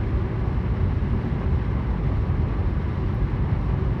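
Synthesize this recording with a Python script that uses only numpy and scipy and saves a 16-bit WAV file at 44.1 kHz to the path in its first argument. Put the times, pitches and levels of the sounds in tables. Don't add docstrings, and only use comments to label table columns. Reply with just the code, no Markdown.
import sys
import numpy as np
from scipy import signal
from scipy.fft import rfft, irfft
from scipy.io import wavfile
from scipy.ndimage import uniform_filter1d

SR = 44100
rng = np.random.default_rng(int(sys.argv[2]) if len(sys.argv) > 2 else 0)


def generate_wav(sig):
    pcm = np.round(np.clip(np.atleast_2d(sig).T, -1, 1) * 32767).astype(np.int16)
    wavfile.write(sys.argv[1], SR, pcm)


N = 176400
TIME_S = np.arange(N) / SR
BIN_HZ = np.maximum(np.arange(N // 2 + 1) * SR / N, 1)


def from_db(db):
    return 10 ** (np.asarray(db) / 20)


def unit_rms(x):
    return x / np.sqrt(np.mean(x ** 2) + 1e-20)


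def drift(rate_hz):
    hop, settle = 40, 2000
    pole = np.exp(-2 * np.pi * rate_hz * hop / SR)
    white = rng.standard_normal(N // hop + settle + 2)
    slow = signal.lfilter([1], [1, -2 * pole, pole * pole], white)[settle:]
    return np.interp(np.arange(N) / hop, np.arange(len(slow)), unit_rms(slow - slow.mean()))


def swing(curve):
    db = np.interp(TIME_S, *np.transpose(curve))
    return db - db.mean()


def bell(centre_s, half_s):
    return np.exp(-((TIME_S - centre_s) / half_s) ** 2)


def below(x, edge_hz):
    return irfft(rfft(x) / (1 + (BIN_HZ / edge_hz) ** 12), N)


def noise(gain):
    phase = 2 * np.pi * rng.random(N // 2 + 1)
    return irfft(gain * np.exp(1j * phase), N) * np.sqrt(N * SR / 2)


def shaped_noise(spectrum):
    hz, db = np.transpose(spectrum)
    rolloff = np.minimum(1, hz[-1] / BIN_HZ) ** 4
    return noise(from_db(np.interp(np.log(BIN_HZ), np.log(hz), db)) * rolloff)


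def ringing(pitch_hz, half_width_hz):
    return unit_rms(noise(1 / (1 + ((BIN_HZ - pitch_hz) / half_width_hz) ** 2)))


def steadied(x, share, over_s):
    power = uniform_filter1d(x ** 2, int(over_s * SR / 2))
    power = uniform_filter1d(power, int(over_s * SR)) + 1e-20
    return unit_rms(x * power ** (-share / 2)) * x.std()


def cabin_reflections(x, count=16, latest_s=0.014, echo_db=-13.5):
    lateness, polarity = rng.random((count, 2)).T
    delay_s = (0.15 + 0.85 * lateness) * latest_s
    echoes = np.zeros(N)
    echoes[(delay_s * SR).astype(int)] = np.sign(polarity - 0.5) / np.sqrt(count)
    response = 1 + from_db(echo_db) * rfft(echoes)
    return unit_rms(irfft(rfft(x) * response, N)) * x.std()


# freq_hz, density_db
WIND_SPECTRUM = [(700, -87.5), (1500, -77.5), (2120, -79.5), (2400, -85), (2950, -86.5), (3300, -91),
                 (4100, -93.5), (4850, -100.5), (5400, -99.3), (6300, -109.5), (7500, -114), (9700, -114.7),
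                 (10400, -123), (11100, -118.5), (15700, -124)]
# time_s, relative_db
HISS_CURVE = [(0, 0.1), (.65, 0), (1.37, 0.8), (1.78, -1.3), (2.17, .4), (2.55, -0.8), (3.05, 0.7),
              (3.4, -1), (3.68, 1), (4, -0.5)]

def wind(hiss_edge_hz=3300, flutter_db=0.8, gust_db=0.92, trim_db=0.01):
    air = cabin_reflections(shaped_noise(WIND_SPECTRUM))
    rush = below(air, hiss_edge_hz)
    hiss_db = swing(HISS_CURVE) + flutter_db * drift(rate_hz=24)
    rush_db = gust_db * drift(rate_hz=16)
    return from_db(trim_db) * (from_db(rush_db) * rush + from_db(hiss_db) * (air - rush))


# pitch_hz, level_db
TRIM_MODES = [(9600, -54), (12200, -50)]

def trim_tick(start_s=3.1476, click_t60_s=0.0016, tail_db=-73, tail_t60_s=0.09):
    age_s = np.maximum(TIME_S - start_s, 0)
    click = sum((-1) ** k * from_db(db - 60 * age_s / click_t60_s) * np.sin(2 * np.pi * hz * age_s)
                for k, (hz, db) in enumerate(TRIM_MODES))
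    tail_gain = (age_s > 0) * from_db(tail_db - 60 * age_s / tail_t60_s)
    return click + tail_gain * ringing(pitch_hz=11000, half_width_hz=800 * 2)


# time_s, relative_db
HUM_CURVE = [(0, -1.5), (.15, 5), (.42, 5.5), (.7, -5), (.84, 4.5), (.99, -5), (1.2, 8), (1.32, 0.5),
             (1.47, 5.5), (1.64, -6), (2.48, 1.5), (2.88, -5), (3.07, 6.5), (3.45, -7), (3.86, 7), (4, 0)]

def tread_hum(base_db=-46):
    hum = steadied(ringing(pitch_hz=375.4, half_width_hz=8), share=0.8, over_s=0.085)
    return from_db(base_db + swing(HUM_CURVE)) * hum


# freq_hz, density_db
ROAR_SPECTRUM = [(300, -79), (520, -69.5), (640, -71.5), (700, -75), (745, -69.5), (1180, -71), (1350, -83),
                 (2200, -87.5), (4000, -115)]
# time_s, relative_db
ROAR_CURVE = [(0, -2.3), (.17, 0.5), (.35, 0.5), (.8, -0.5), (1.0, -1.7), (1.3, 0.2), (1.41, 2.2),
              (1.6, -1.3), (1.85, 1), (2.35, -0.7), (2.6, 1.3), (2.72, -1), (3.3, 1), (3.55, 1), (4, -.2)]

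def tread_roar(patchy_db=1.02, trim_db=-0.45):
    surface_db = swing(ROAR_CURVE) + patchy_db * drift(rate_hz=12)
    roar = steadied(shaped_noise(ROAR_SPECTRUM), share=0.84, over_s=0.16)
    return from_db(trim_db + surface_db) * roar


def tire_air(base_db=-46.5, swell_db=13):
    ring = steadied(ringing(pitch_hz=228.2, half_width_hz=7), share=0.9, over_s=0.12)
    return from_db(base_db + swell_db * bell(centre_s=1.22, half_s=0.26)) * ring


# order, level_db
WHEEL_HARMONICS = [(3, -36), (7, -38)]

def wheel_drone(turns_per_s=16.9, speed_spread=0.0037, waver_db=-1):
    turns = np.cumsum(turns_per_s * (1 + speed_spread * drift(rate_hz=1))) / SR
    drone = np.zeros(N)
    for order, level_db in WHEEL_HARMONICS:
        waver = from_db(waver_db * drift(rate_hz=2.8))
        tone = np.sin(2 * np.pi * (order * turns + rng.random()))
        drone += from_db(level_db) * unit_rms(waver * tone)
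    return drone


# pitch_hz, half_width_hz, level_db
CABIN_MODES = [(53, 8.1, -32.5), (60, 3.3, -37.5), (138.5, 7, -36.5), (170.4, 5, -47), (184.7, 4.9, -44.5),
               (982, 17, -55), (1145, 14, -59), (1310, 9, -62), (1695, 18, -63), (2073, 13, -63),
               (2530, 68, -72), (4000, 36, -79.5), (4550, 38, -80.5)]

def cabin_resonances():
    return sum(from_db(db) * ringing(hz, half_width_hz) for hz, half_width_hz, db in CABIN_MODES)


# freq_hz, density_db
RUMBLE_SPECTRUM = [(10, -74), (25, -71.5), (33, -55.5), (45, -44.5), (68, -44), (92, -43), (120, -45.5),
                   (129, -50), (142, -48), (155, -55.5), (185, -51), (225, -57), (265, -58.5), (390, -61),
                   (470, -68), (700, -79.5)]
# centre_s, deep_db, boom_db
ROAD_BUMPS = [(0.16, 4, 0.5), (0.60, 3.5, -0.5), (0.72, 0.5, 1), (0.83, 0.5, 6), (0.90, 2, 6),
              (1.14, 9, 1.5), (1.54, 9, 1.5), (1.80, 6, -2), (1.91, 3.5, -1.5), (2.06, 1, 6.5),
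              (2.18, 6, 2.5), (2.31, -3, 6.5), (2.42, 3.5, 2.5), (2.67, 6.5, 3.5), (3.11, -7, 3),
              (3.25, 7.5, -0.5), (3.43, 0, 5), (3.52, 2.5, 4.5), (3.61, 1.5, -1.5), (3.74, 7.5, 3.5),
              (3.85, 5.5, 5)]
# centre_s, half_s, deep_db, boom_db
ROAD_LULLS = [(.3, .08, -3.5, -0.5), (1.074, .025, -5, -0.5), (1.238, .06, -8, 0), (1.414, .025, -4.5, 0),
              (1.9, .1, 0, -2.5), (2.92, 0.03, -9, -2)]

def cabin_rumble(deep_trim_db=-1, boom_trim_db=-1.04, body_trim_db=-0.4):
    shake = shaped_noise(RUMBLE_SPECTRUM) + cabin_resonances() + wheel_drone()
    deep = below(shake, edge_hz=79.5)
    bass = below(shake, edge_hz=160)
    boom, body = bass - deep, shake - bass
    bumps = sum(np.outer(band_db, bell(centre_s, half_s=0.026)) for centre_s, *band_db in ROAD_BUMPS)
    lulls = sum(np.outer(band_db, bell(centre_s, half_s)) for centre_s, half_s, *band_db in ROAD_LULLS)
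    deep_db, boom_db = bumps + lulls
    return (from_db(deep_trim_db + deep_db) * steadied(deep, share=0.85, over_s=0.12)
            + from_db(boom_trim_db + boom_db) * steadied(boom, share=0.8, over_s=0.13)
            + from_db(body_trim_db) * steadied(body, share=0.46, over_s=0.24))


def scene():
    return (cabin_rumble() + tire_air() + tread_hum() + tread_roar() + wind() + trim_tick())[None]


def record(dry, low_cut_hz=28, high_cut_hz=15750):
    thinned = dry - below(dry, low_cut_hz)
    padded = np.pad(thinned, ((0, 0), (2000, 0)), mode="reflect", reflect_type="odd")
    low_pass = signal.ellip(12, 0.1, 80, high_cut_hz, fs=SR, output="sos")
    return signal.sosfilt(low_pass, padded)[:, -N:]


dry = scene()
out = record(dry)
generate_wav(out)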